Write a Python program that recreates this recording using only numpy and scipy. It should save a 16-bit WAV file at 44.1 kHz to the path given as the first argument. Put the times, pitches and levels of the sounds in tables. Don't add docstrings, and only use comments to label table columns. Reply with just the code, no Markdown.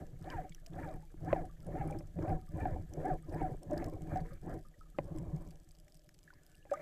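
import sys
import numpy as np
from scipy import signal
from scipy.io import wavfile
from scipy.ndimage import uniform_filter1d

SR = 44100
rng = np.random.default_rng(int(sys.argv[2]) if len(sys.argv) > 2 else 0)


def to_wav(sig):
    pcm = np.clip(np.atleast_2d(sig), -1, 1) * 32767
    pcm = np.round(pcm).astype(np.int16)
    wavfile.write(sys.argv[1], SR, pcm.T)


def amplitude_ratio(level_db):
    exponent = np.asarray(level_db, float) / 20
    return 10 ** exponent


N = 300321

# start_s, fastest_s, end_s, top_note_hz, strength_db
STROKES = [(0.218, 0.318, .49, 1058, -52), (0.708, .82, 1.0, 992, -49.5), (1.211, 1.316, 1.48, 1085, -46.5),
           (1.645, 1.794, 2.03, 904.6, -45.5), (2.165, 2.296, 2.4, 817, -44.5),
           (2.521, 2.625, 2.83, 913, -45.5), (2.928, 3.084, 3.19, 860.4, -41.5),
           (3.273, 3.385, 3.57, 1008, -43), (3.692, 3.791, 3.95, 909.4, -44),
           (4.046, 4.143, 4.25, 905, -46.5), (4.431, 4.507, 4.61, 671.5, -47.5)]
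# note_sag_hz_per_s, note_db, rubbing_db, water_push_db
GRIPS = [(5700, -49, -55, -49), (4510, -51.5, -57.5, -48.5), (6180, -50.5, -56.5, -42.5),
         (8250, -50, -61.5, -44), (5010, -49.5, -62.5, -38), (4335, -51.5, -58, -40.5),
         (7630, -47, -59, -43.5), (5500, -52, -58.5, -43.5), (5970, -53.5, -60, -46.5),
         (6500, -54.5, -58, -42), (5630, -49.5, -61.5, -48)]
# hz, width_hz, level_db
PORT = [(3160, 660, -2), (4950, 370, 6.5), (6430, 1500, -5.5), (8075, 400, 8.5), (10100, 440, -9),
        (10500, 280, 4)]


def rms_one(x):
    return x / np.sqrt(np.mean(x ** 2) + 1e-20)


def in_time(rows):
    s, *columns = np.transpose(rows)
    return [np.interp(np.arange(N) / SR, s, c) for c in columns]


def drift(rate):
    r = np.exp(-2 * np.pi * rate / SR)
    settle = 9000
    noise = rng.standard_normal(N + settle)
    return rms_one(signal.lfilter([1], [1, -2 * r, r * r], noise)[settle:])


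def evened(x, seconds):
    return rms_one(x / np.sqrt(uniform_filter1d(x ** 2, int(seconds * SR)) + 1e-20))


def resonance(x, hz, width_hz):
    r = np.exp(-np.pi * width_hz / SR)
    poles = [1, -2 * r * np.cos(2 * np.pi * hz / SR), r * r]
    return signal.lfilter([(1 - r * r) / 2, 0, (r * r - 1) / 2], poles, x)


def body(x, peaks):
    return sum((-1) ** k * amplitude_ratio(db) * resonance(x, hz, width) for k, (hz, width, db) in enumerate(peaks))


def cut(x, hz, kind, order=2):
    return signal.sosfilt(signal.butter(order, hz, kind, fs=SR, output="sos"), x)


def add(out, s, sound):
    i = int(s * SR)
    out[i:i + len(sound)] += sound[:N - i]


def ring(hz, t60, rise):
    t = np.arange(int(1.5 * t60 * SR)) / SR
    return np.sin(2 * np.pi * hz * t) * amplitude_ratio(-60 * t / t60) * (1 - np.exp(-t / rise))


def hump(start, top, end, db, feel):
    t = np.arange(N) / SR - top
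    start_db, end_db, power = feel
    away = np.where(t < 0, -t / (top - start), t / (end - top))
    return amplitude_ratio(db - np.where(t < 0, start_db, end_db) * np.minimum(away, 4) ** power)


def effort(feel, tops_db, rest_db, stir=None, lag=0):
    # start_s, end_s, housing_db, glove_db, pole_db
    stirs = [(-.05, 0.058, -50, -69, -47), (0.076, 0.226, -72, -93, -55.5), (1.875, 1.985, -64, -73, -51),
             (2.182, 2.27, -50, -65, -49), (3.613, 3.697, -57, -98, -56), (3.695, 3.775, -44.5, -69, -51),
             (3.894, 4.085, -53.5, -87, -54.5), (4.236, 4.377, -65, -70, -55),
             (4.984, 5.024, -51, -72, -49), (5.018, 5.51, -54, -86.5, -46), (6.196, 6.6, -88, -88, -91),
             (6.688, 6.88, -60.5, -62, -70)]
    rise_share, stir_feel = .3, (14, 14, 3.0)
    total = amplitude_ratio(rest_db)
    for (start, top, end, *_), db in zip(STROKES, tops_db):
        total = total + hump(start + lag, top + lag, end + lag, db, feel)
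    if stir:
        for row in stirs:
            start, end = row[0], row[1]
            total = total + hump(start, start + rise_share * (end - start), end, row[stir], stir_feel)
    return 20 * np.log10(total)


def rush(level_db, peaks, lumps_db, lump_rate, cut_hz):
    shaking = rng.standard_normal(N) * amplitude_ratio(lumps_db * drift(lump_rate))
    rings = np.zeros(N)
    for k, peak in enumerate(peaks):
        rings += (-1) ** k * body(shaking * amplitude_ratio(3 * drift(14)), [peak])
    return amplitude_ratio(level_db) * evened(cut(rings, cut_hz, "low", order=6), 0.081)


def hiss(friction_db):
    # hz, rms_db
    whine_lines = [(13124, -101), (13157, -99), (13517, -104)]
    floor_db = -90.5
    t = np.arange(N) / SR
    white = rng.standard_normal(N)
    open_band = cut(cut(white, 830, "high"), 17300, "low", order=3)
    noise = rms_one(body(white, PORT) + amplitude_ratio(1.0) * open_band) * amplitude_ratio(1.2 * drift(60))
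    out = noise * (amplitude_ratio(floor_db) + amplitude_ratio(-80 + 0.32 * (friction_db + 78.5)))
    for hz, db in whine_lines:
        out += amplitude_ratio(db + 2 + 2 * drift(3)) * np.sin(2 * np.pi * hz * t + .6 * drift(4))
    return out


def shrimp():
    # start_s, peak_db, brightest_hz
    near_snaps = [(.302, -50.5, 4600), (.494, -47, 7060), (.547, -42, 6200), (.6625, -44, 5100),
                  (1.6661, -52, 9250), (1.875, -51, 10100), (1.9083, -49.5, 8550), (1.9902, -51, 5460),
                  (2.2255, -53, 5500), (2.9362, -43.5, 5940), (3.054, -52, 8300), (3.6315, -49, 8250),
                  (3.7105, -52, 6550), (3.732, -52, 8300), (3.7772, -41, 4820), (3.8425, -42.5, 4900),
                  (3.8614, -49, 8500), (3.8844, -53, 7900), (4.0193, -51.5, 8060), (4.159, -51.5, 6360),
                  (4.1725, -50, 4670), (4.2038, -54.5, 4600), (4.9853, -50, 2970), (5.1846, -46.5, 7640),
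                  (5.508, -50.5, 4700), (6.0901, -50.5, 5200), (6.189, -51, 5360), (6.7088, -52, 5140),
                  (6.7343, -46.5, 6430)]
    # start_s, brightest_hz
    faint_snaps = [(.0667, 6460), (0.2423, 3540), (.5226, 3410), (0.7335, 3500), (0.8887, 3900),
                   (1.328, 3560), (1.4525, 8050), (2.071, 6500), (2.602, 8600), (3.2945, 4840),
                   (3.3246, 10100), (4.542, 8300), (5.042, 8450), (5.3614, 6540), (5.4742, 5780),
                   (5.5563, 6300), (5.689, 7550), (5.7092, 4720), (5.75, 4860), (5.786, 7700),
                   (5.881, 5370), (5.952, 5700), (5.993, 5170), (6.1448, 4940), (6.237, 7460),
                   (6.337, 4930), (6.433, 7840), (6.5156, 7000)]
    faint_db = -56
    out, t = np.zeros(N), np.arange(600) / SR
    shape = amplitude_ratio(-60 * t / 0.0077) * (1 - np.exp(-t / 0.00034))
    rows = [*near_snaps, *[(s, faint_db, hz) for s, hz in faint_snaps]]
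    for s, db, hz in rows:
        echo_s = 0.0026 + 0.0025 * np.tanh(rng.standard_normal())
        echo = np.roll(shape, int(SR * echo_s)) * amplitude_ratio(-6.5)
        burst = rng.standard_normal(600) * (shape + echo)
        broad = np.clip((hz - 3200) / 2500, .05, 1)
        wide = 0.29 * body(burst, PORT) + 0.18 * cut(burst, 1600, "high")
        snap = broad * wide + resonance(burst, hz, 0.14 * hz)
        add(out, s, amplitude_ratio(db) * snap / np.abs(snap).max())
    clicks = rng.random(N) < 40 * amplitude_ratio(2 * drift(1.5)) / SR
    far = clicks * amplitude_ratio(4 * rng.exponential(1, N).clip(0, 3)) * rng.choice([-1, 1], N)
    far = np.convolve(far, np.hanning(60))[:N] * rng.standard_normal(N)
    return out + amplitude_ratio(-65.0) * (body(far, PORT) + 0.56 * cut(far, 6440, "high"))


def sway(swirl_db, push_db):
    level_db = effort((54, 30, 1.26), push_db, swirl_db - 2.5, lag=.04)
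    slow = cut(cut(rng.standard_normal(N), 32, "low", order=3), 11.3, "high")
    return amplitude_ratio(level_db) * evened(slow, 0.2)


def pole_rumble(swirl_db, push_db):
    # hz, width_hz, level_db
    pole_peaks = [(55.3, 15.5, -1.5), (89.6, 32, 2), (158, 15.1, 8), (190, 145, -14)]
    rest_db = -65 + 0.46 * (swirl_db + 55)
    level_db = effort((8.2, 10, 3.3), push_db, rest_db, stir=4)
    return rush(level_db, pole_peaks, lumps_db=9.0, lump_rate=9.9, cut_hz=480)


def housing_rumble(swirl_db, strength_db):
    # hz, width_hz, level_db
    housing_peaks = [(314.4, 45, 3.5), (482, 74, -7), (581, 63, -3.5), (800, 67, -9.5), (1000, 130, -6)]
    # hz, width_hz, level_db
    narrow_peaks = [(745, 32.4, 13.5), (800, 110, -21.5)]
    early_db, late_db, drop_s = -10.5, -13, 6.3
    rest_db = -74 + 0.27 * (swirl_db + 55)
    level_db = effort((15.7, 19, 3.3), strength_db, rest_db, stir=2)
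    narrow_db, = in_time([(0, early_db), (drop_s - .1, early_db), (drop_s, late_db)])
    shell = rush(level_db, housing_peaks, lumps_db=2.5, lump_rate=30, cut_hz=750)
    return shell + rush(level_db + narrow_db, narrow_peaks, lumps_db=10.0, lump_rate=26.4, cut_hz=548)


def glove_rub(friction_db):
    # hz, width_hz, level_db
    glove_peaks = [(1220, 180, -0.5), (1700, 195, 3.5), (2153, 350, -4.5), (2350, 106, -2.5)]
    return rush(friction_db, glove_peaks, lumps_db=3.5, lump_rate=62, cut_hz=2780)


def swishes():
    # start_s, end_s, hz, width_hz, level_db
    brushes = [
        (5.002, 5.513, 1000, 297, -70.5),
        (5.03, 5.503, 1800, 900, -92),
        (5.726, 6.164, 609, 50.7, -77),
        (6.286, 6.7, 1700, 116, -80.5),
        (6.288, 6.406, 1790, 300, -78),
        (6.405, 6.59, 1530, 156, -80),
    ]
    out, noise = np.zeros(N), rng.standard_normal(N) * amplitude_ratio(0.83 * drift(17))
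    for start, end, hz, width, db in brushes:
        band = noise[int(start * SR):int(end * SR)]
        band = resonance(resonance(band, hz, width), hz, width)
        add(out, start, amplitude_ratio(db) * rms_one(band) * signal.windows.tukey(len(band), .3))
    return out


def blips():
    # start_s, peak_db, hz
    pockets = [(.301, -47.5, 3030), (.302, -47.5, 5000), (1.925, -53, 2350), (3.095, -39, 764),
               (.52, -57.5, 2250), (.522, -55, 3450), (.58, -65, 1710), (.63, -63, 620), (.67, -59, 665),
               (1.027, -59.5, 847), (1.495, -63, 1170), (1.631, -70, 1340), (2.421, -69, 1250),
               (2.481, -66, 1180), (3.232, -66, 1230), (3.875, -54, 1067), (3.94, -64, 1090),
               (4.251, -62, 990), (4.307, -59.5, 1240), (4.65, -62.5, 1220), (4.74, -66, 1910),
               (4.81, -55, 1295), (4.858, -69, 1230), (4.946, -64.5, 1280), (6.547, -61.5, 2800),
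               (6.627, -65, 2820)]
    # start_s, peak_db, hz, t60_s
    rung_blips = [(1.142, -37, 320, .028), (1.329, -24.5, 685, 0.032), (1.331, -31.5, 415, 0.032),
                  (1.362, -30, 774, 0.042), (1.812, -37, 800, 0.07), (1.9, -44.5, 800, 0.24),
                  (1.959, -41.5, 335, 0.16), (2.189, -23.5, 346, 0.022), (2.34, -55, 745, 0.36),
                  (2.655, -26, 747, 0.046), (2.76, -40.5, 756, 0.048), (3.415, -30.5, 767, 0.053),
                  (3.62, -56, 530, 0.12), (3.716, -33.5, 597, 0.17), (4.158, -29.5, 734, 0.073),
                  (4.25, -49.5, 470, 0.12), (4.32, -52, 548, 0.089), (5.15, -40.5, 313, 0.22),
                  (5.33, -31.5, 154.3, 0.19),
                  (5.881, -53, 2000, 0.0046), (6.092, -44.5, 1850, 0.0036), (6.277, -53.5, 1700, 0.039),
               (6.304, -48, 1490, 0.024), (6.331, -57, 1000, 0.032), (6.665, -59, 800, 0.066),
               (6.697, -56, 1650, 0.044), (6.715, -27, 574, 0.093), (6.722, -36.5, 765, 0.075),
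               (6.737, -36, 1220, 0.045), (6.756, -52, 1510, 0.031), (6.77, -45.5, 620, 0.095),
               (6.774, -53, 2030, .026), (6.795, -41.5, 606, 0.077)]
    longest_t60_s, knee_hz, slope = 0.087, 1250, 1.8
    rows = rung_blips
    for s, db, hz in pockets:
        rows.append((s, db, hz, longest_t60_s * min((knee_hz / hz) ** slope, 1)))
    out = np.zeros(N)
    for s, db, hz, t60 in rows:
        apart, later = rng.standard_normal(2)
        neighbour = ring(hz * (1 + .07 * apart), .8 * t60, rise=1.5 / hz)
        add(out, s, amplitude_ratio(db + 4) * ring(hz, t60, rise=1.17 / hz))
        add(out, s + .004 * abs(later), amplitude_ratio(db - 5) * neighbour)
        add(out, s, amplitude_ratio(db - 6) * ring(1.9 * hz, 1.8 / hz, rise=0.1 / hz))
    return out


def knocks():
    # start_s, peak_db
    blows = [
        (1.3291, -18),
        (2.007, -45.5),
        (2.189, -41),
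        (2.281, -37),
        (2.301, -36),
        (3.823, -36),
        (4.9866, -20.5),
        (6.653, -48.5),
    ]
    # hz, level_db, t60_s
    modes = [(356, -1, 0.025), (570, 6, 0.026), (760, -3, .025), (1000, -14.5, 0.032), (2050, -5, 0.011),
             (2410, -9, 0.012), (3730, -22.5, 0.0063), (5100, -35, .005)]
    out = np.zeros(N)
    for s, peak_db in blows:
        for hz, db, t60 in modes:
            mode_db = peak_db + db - 2.0 + 1.5 * rng.standard_normal()
            add(out, s, -amplitude_ratio(mode_db) * ring(hz, t60, rise=0.00093))
    return out


def strands():
    # multiple_of_note, level_db
    partials = [(.5, -14.5), (1, -4), (1.5, -20), (2, -16), (2.5, -28), (3, -30.5)]
    # hz, width_hz, level_db
    swells = [(745, 27.3, 21), (313, 11, 1), (1700, 110, 10)]
    climb, round_s = 1.05, .012
    lowest_hz, fade_hz, climbing_db = 230.4, 123, -4
    out, waver = np.zeros(N), 1 + .022 * drift(70)
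    breakup = [amplitude_ratio(6 * np.tanh(drift(25))) for _ in partials]
    for (start, top, end, top_hz, _), (sag, db, *_) in zip(STROKES, GRIPS):
        at = np.arange(int(start * SR), int(end * SR))
        t = at / SR - top
        hz_per_s = np.where(t < 0, climb * top_hz / (top - start), sag)
        hz = top_hz - hz_per_s * (np.hypot(t, round_s) - round_s)
        turn = 2 * np.pi * np.cumsum(np.maximum(hz, lowest_hz) * waver[at]) / SR
        note = np.zeros(len(at))
        for (multiple, part_db), grip in zip(partials, breakup):
            note += amplitude_ratio(part_db) * grip[at] * np.sin(multiple * turn)
        level = amplitude_ratio(db + climbing_db * np.clip(-t / round_s / 2, 0, 1))
        fade = np.clip((hz - lowest_hz) / fade_hz, 0, 1) * signal.windows.tukey(len(at), .2)
        out[at] = note * level * fade
    return out + sum(amplitude_ratio(db) * resonance(out, hz, width) for hz, width, db in swells)


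def scene():
    # time_s, level_db
    swirl_points = [(0, -50), (.6, -49), (1.1, -48), (2.0, -48.5), (3.0, -46.5), (3.7, -48), (4.3, -45),
                    (4.7, -54), (5.0, -52), (5.1, -44.5), (5.5, -48), (5.6, -55), (6.22, -64), (6.55, -61),
                    (6.81, -59.5)]
    swirl_db, = in_time(swirl_points)
    strength_db = np.transpose(STROKES)[-1]
    _, _, rubbing_db, push_db = np.transpose(GRIPS)
    glove_rest_db = -85 + 0.68 * (swirl_db + 55)
    friction_db = effort((26.7, 29.4, 1.65), rubbing_db, glove_rest_db, stir=3)
    mono = hiss(friction_db) + shrimp()
    mono += sway(swirl_db, push_db) + pole_rumble(swirl_db, push_db)
    mono += housing_rumble(swirl_db, strength_db) + glove_rub(friction_db)
    mono += swishes() + blips() + knocks() + strands()
    return np.array([mono, mono])


def flutter(x):
    edges_hz = [13000, 13900, 14600, 15100]
    opens_at = [-2.0, -1.1, -.3, .8]
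    wander, out = drift(9), x.copy()
    above = []
    for hz in edges_hz:
        high = signal.cheby2(8, 30, hz, "high", fs=SR, output="sos")
        above.append(signal.sosfiltfilt(high, x))
    for upper, higher, level in zip(above, above[1:] + [0], opens_at):
        out -= (upper - higher) * uniform_filter1d(1. * (wander < level), size=400)
    return out


def band_limit(x):
    return signal.sosfilt(signal.butter(12, 15750, fs=SR, output="sos"), x)


def record(dry):
    unlike = amplitude_ratio(-33.5) * cut(dry[0], 150, "high", order=1) * drift(34)
    unlike += amplitude_ratio(-17.5) * cut(dry[0], 3100, "high") * drift(470)
    stereo = flutter(dry + unlike * np.array([[1], [-1]]))
    top = signal.cheby2(10, 50, 15750, fs=SR, output="sos")
    return band_limit(signal.sosfilt(top, stereo))


dry = scene()
out = record(dry)
to_wav(out)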